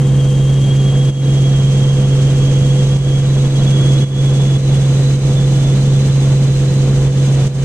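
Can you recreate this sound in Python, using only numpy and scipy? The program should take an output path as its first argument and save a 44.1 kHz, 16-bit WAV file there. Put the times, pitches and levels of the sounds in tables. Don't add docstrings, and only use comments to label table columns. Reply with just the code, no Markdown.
import sys
import numpy as np
from scipy import signal
from scipy.fft import rfft, irfft
from scipy.io import wavfile
from scipy.ndimage import uniform_filter1d, map_coordinates

SR = 44100
rng = np.random.default_rng(int(sys.argv[2]) if len(sys.argv) > 2 else 0)


def output_pcm(signal):
    pcm = np.clip(np.atleast_2d(signal).T, -1, 1) * 32767
    wavfile.write(sys.argv[1], SR, np.round(pcm).astype(np.int16))


N = 336924
TIME = np.arange(N) / SR
BIN_HZ = np.maximum(np.arange(N // 2 + 1) * SR / N, 1)


def from_db(db):
    return 10 ** (np.asarray(db) / 20)


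def over_time(points):
    return np.interp(TIME, *np.transpose(points))


def over_frequency(points):
    hz, value = np.transpose(points)
    return np.interp(np.log(BIN_HZ), np.log(hz), value)


def mic_turn(before, after, turn_s=1.67):
    return np.interp(TIME, [0, turn_s], [before, after])


def drift(rate_hz):
    slow = irfft(rfft(rng.standard_normal(N)) / (1 + (BIN_HZ / rate_hz) ** 2), N)
    return (slow - slow.mean()) / slow.std()


def running_phase(hz):
    return 2 * np.pi * np.cumsum(hz) / SR


def pan(right_db):
    sides = from_db(right_db * np.array([[-.5], [.5]]))
    return sides / np.sqrt(np.mean(sides ** 2, axis=0))


def stereo_noise(likeness):
    alike = over_frequency(likeness)
    mid, side = rfft(rng.standard_normal((2, N))) * np.sqrt(SR) / 2
    return np.sqrt(1 + alike) * mid + np.sqrt(1 - alike) * side * [[1], [-1]]


def partial(phase, db, waver_db, waver_rad):
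    wander = rng.uniform(0, 2 * np.pi) + waver_rad * drift(2.5)
    return np.sqrt(2) * from_db(db + waver_db * drift(2.4)) * np.sin(phase + wander)


def blade_pulse(blade, peakiness=.23):
    return np.sin(blade) - peakiness * np.cos(2 * blade)


# frequency in Hz, noise level in dB.
ROAR_SPECTRUM = [(12, -70), (22, -52), (58, -48), (90, -52), (135, -45.5), (205, -46), (260, -51),
                 (380, -54.5), (445, -56.5), (498, -58), (550, -58.5), (800, -64.5), (950, -68.5),
                 (2000, -72.5), (4000, -80)]
# frequency in Hz, right over left in dB.
ROAR_BALANCE = [(20, 4), (80, 4), (350, -1.5), (700, 1.5), (1400, -0.2)]
# frequency in Hz, left-right likeness from 0 to 1.
ROAR_LIKENESS = [(25, .93), (80, 0.89), (200, 0.96), (500, 0.91), (1000, 0.69), (1700, 0.67), (3000, 0.5)]


def panel_roar(cycle, blade, firing_depth=.15, blade_depth=.032, flutter_db=.93):
    colour_db = over_frequency(ROAR_SPECTRUM) + over_frequency(ROAR_BALANCE) * [[-.5], [.5]]
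    colour = from_db(colour_db) / np.hypot(1, (BIN_HZ / 4500) ** 4)
    noise = irfft(stereo_noise(ROAR_LIKENESS) * colour, N)
    throb = 1 + firing_depth * np.cos(6 * cycle) - blade_depth * blade_pulse(blade)
    return noise * throb * from_db(flutter_db * drift(12))


# frequency in Hz, noise level in dB.
HISS_LEFT = [(800, -84), (2000, -77.5), (2500, -73.5), (3700, -74), (4900, -76), (5700, -78), (6600, -75.5),
             (8000, -71), (9000, -77.5), (10000, -82), (11500, -92), (13100, -88.5), (14000, -94.5)]
HISS_RIGHT = [(800, -87.5), (2000, -74.5), (2500, -72.5), (3700, -73), (4900, -74), (5700, -72),
              (6450, -65), (7100, -75), (8000, -80.5), (10000, -92.5), (11800, -103), (13000, -100),
              (14000, -112)]
# frequency in Hz, left-right likeness from 0 to 1.
HISS_LIKENESS = [(2500, 0.13), (6000, 0.17), (8000, .15), (12000, .08)]


def slipstream(blade, gust_db=.85, flutter_db=.84, split_hz=7000):
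    hiss = stereo_noise(HISS_LIKENESS) * from_db([over_frequency(HISS_LEFT), over_frequency(HISS_RIGHT)])
    low_share = 1 / (1 + (BIN_HZ / split_hz) ** 8)
    tilt = from_db(mic_turn(3, 0))
    air = irfft(hiss * low_share, N) / tilt + irfft(hiss * (1 - low_share), N) * tilt
    return air * from_db(gust_db * blade_pulse(blade) + flutter_db * drift(25))


# pitch in Hz at the opening engine speed, level in dB.
DRIVE_TONES = [(118.4, -35.5), (491.2, -48.5), (1157.7, -53), (2247, -61.5)]


def drive_train(cycle):
    opening_speed = ENGINE_SPEED[0][1]
    return sum(partial(cycle * hz / opening_speed, db, waver_db=2.5, waver_rad=.57)
               for hz, db in DRIVE_TONES)


# multiple of that rotor's blade rate, level in dB.
MAIN_HARMONICS = [(1, -38), (2, -49), (3, -38.5), (4, -34.5), (5, -38.5)]
TAIL_HARMONICS = [(1, -40), (2, -36.5), (3, -42.5), (6, -43)]


def rotor(blade, harmonics):
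    return sum(partial(k * blade, db, waver_db=3, waver_rad=.083) for k, db in harmonics)


# start in seconds, end in seconds, push toward the flip in Hz.
AIRFLOW_SPELLS = [(3.15, 3.71, 210), (3.71, 4.58, -120), (4.58, 5.3, 210), (6.63, 7.01, 200)]


def note_flips(note_hz, flip_hz=3440, eddy_hz=105, eddies_per_s=10):
    held_hz = sum(push * ((TIME > start) & (TIME <= end)) for start, end, push in AIRFLOW_SPELLS)
    flipped = note_hz + held_hz + eddy_hz * drift(eddies_per_s) > flip_hz
    return uniform_filter1d(flipped.astype(float), size=900)


# time in seconds, pitch of the lower note in Hz.
LEAK_PITCH = [(0, 3190), (1.3, 3258), (2.1, 3225), (5.6, 3440), (7.64, 3425)]
# time in seconds, level of the lower note in dB.
LEAK_LEVEL = [(0, -41.5), (.9, -34), (2.2, -36), (3.4, -36), (3.85, -30), (4.5, -35.5), (4.9, -37),
              (7.64, -42)]
# multiple of the lower note, width in Hz, level in dB.
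BREATH_MODES = [(.895, 132, -44), (1.035, 79.7, -45), (1.17, 80, -49), (1.41, 110, -56.5), (4, 350, -70)]


def leak_whistle(blade, air_db, warble_hz=40, warble_db=1.5, upper_ratio=1.171, upper_db=-3):
    note_hz = over_time(LEAK_PITCH)
    suction = blade_pulse(blade + np.pi)
    jitter_hz = 13 * drift(40.6) + 15 * drift(500)
    phase = running_phase(note_hz + warble_hz * suction + jitter_hz)
    upper = note_flips(note_hz)
    tone = (1 - upper) * np.sin(phase) + upper * from_db(upper_db) * np.sin(upper_ratio * phase)
    breath = sum(from_db(db) * (drift(width) * np.sin(k * phase) + drift(width) * np.cos(k * phase))
                 for k, width, db in BREATH_MODES)
    flutter_db = 2.1 * drift(33)
    swell = from_db(over_time(LEAK_LEVEL) + warble_db * suction + flutter_db)
    return np.sqrt(2) * tone * swell + breath * from_db(air_db)


def place_door(hiss, whistle):
    left, right = hiss + whistle * pan(right_db=mic_turn(-8.5, 5))
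    lag_s = mic_turn(-.00003, .00011)
    lagged_left = map_coordinates(left, [(TIME - lag_s) * SR], order=3, mode="nearest")
    return np.array([lagged_left, right])


# multiple of the engine cycle rate, level in dB.
ENGINE_HARMONICS = [(2, -46), (4, -40.5), (5, -34), (6, -10.5), (7, -39), (8, -37), (9, -32.5), (12, -39.5),
                    (13, -50.5), (14, -36), (15, -48.5), (17, -36), (19, -46.5), (20, -41.5), (21, -48.5),
                    (22, -32), (24, -51), (25, -54), (29, -49), (34, -55.5), (35, -54), (46, -54),
                    (47, -62), (48, -56.5)]


def engine(cycle, cylinders=6):
    boom = partial(cylinders * cycle, dict(ENGINE_HARMONICS)[cylinders], waver_db=-.12, waver_rad=.026)
    growl = sum(partial(k * cycle, db, waver_db=1.54, waver_rad=.21)
                for k, db in ENGINE_HARMONICS if k != cylinders)
    return boom + growl


# time in seconds, engine cycles (two crank turns) per second.
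ENGINE_SPEED = [(0, 22.655), (4.7, 22.67), (5.9, 22.70), (7.3, 22.61), (7.64, 22.61)]
# time in seconds, level change in dB.
WIND_SWELL = [(0, -0.5), (2.8, .5), (3.2, -1), (3.85, 1.8), (4.3, 0.2), (5.9, 1), (6.55, 0), (7.3, 0.9)]


def scene(main_passes_per_cycle=.5972, tail_passes_per_cycle=3.556):
    wind_db = over_time(WIND_SWELL)
    engine_db = .07 - .1038 * TIME + .49 * wind_db
    roar_db = mic_turn(-1.5, -.3) + 1.1 * wind_db
    air_db = mic_turn(-2.6, 0) + wind_db
    cycle = running_phase(over_time(ENGINE_SPEED))
    blade = main_passes_per_cycle * cycle
    rotors = rotor(blade, MAIN_HARMONICS) + rotor(tail_passes_per_cycle * cycle, TAIL_HARMONICS)
    machine = from_db(engine_db) * engine(cycle) + drive_train(cycle) + rotors
    cabin = machine * pan(right_db=1.24) + from_db(roar_db) * panel_roar(cycle, blade)
    return cabin + place_door(from_db(air_db) * slipstream(blade), leak_whistle(blade, air_db))


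# start in seconds, level change in dB.
LEVEL_DIPS = [(1.104, -8), (2.971, -4.5), (3.48, -2), (4.047, -8.5), (4.573, -3.5), (5.162, -3.5),
              (7.082, -3.5), (7.48, -8.5)]


def record(dry):
    half_fall_s, hold_s, recovery_db_per_s, cutoff_hz = .005, .049, 63, 14150
    dips_db = np.zeros(N)
    for start, db in LEVEL_DIPS:
        recovered_s = hold_s + abs(db) / recovery_db_per_s
        dips_db += np.interp(TIME - start, [-half_fall_s, half_fall_s, hold_s, recovered_s], [0, db, db, 0])
    top_cut = signal.ellip(12, .1, 90, cutoff_hz, fs=SR, output="sos")
    return signal.sosfilt(top_cut, dry * from_db(dips_db))


dry = scene()
out = record(dry)
output_pcm(out)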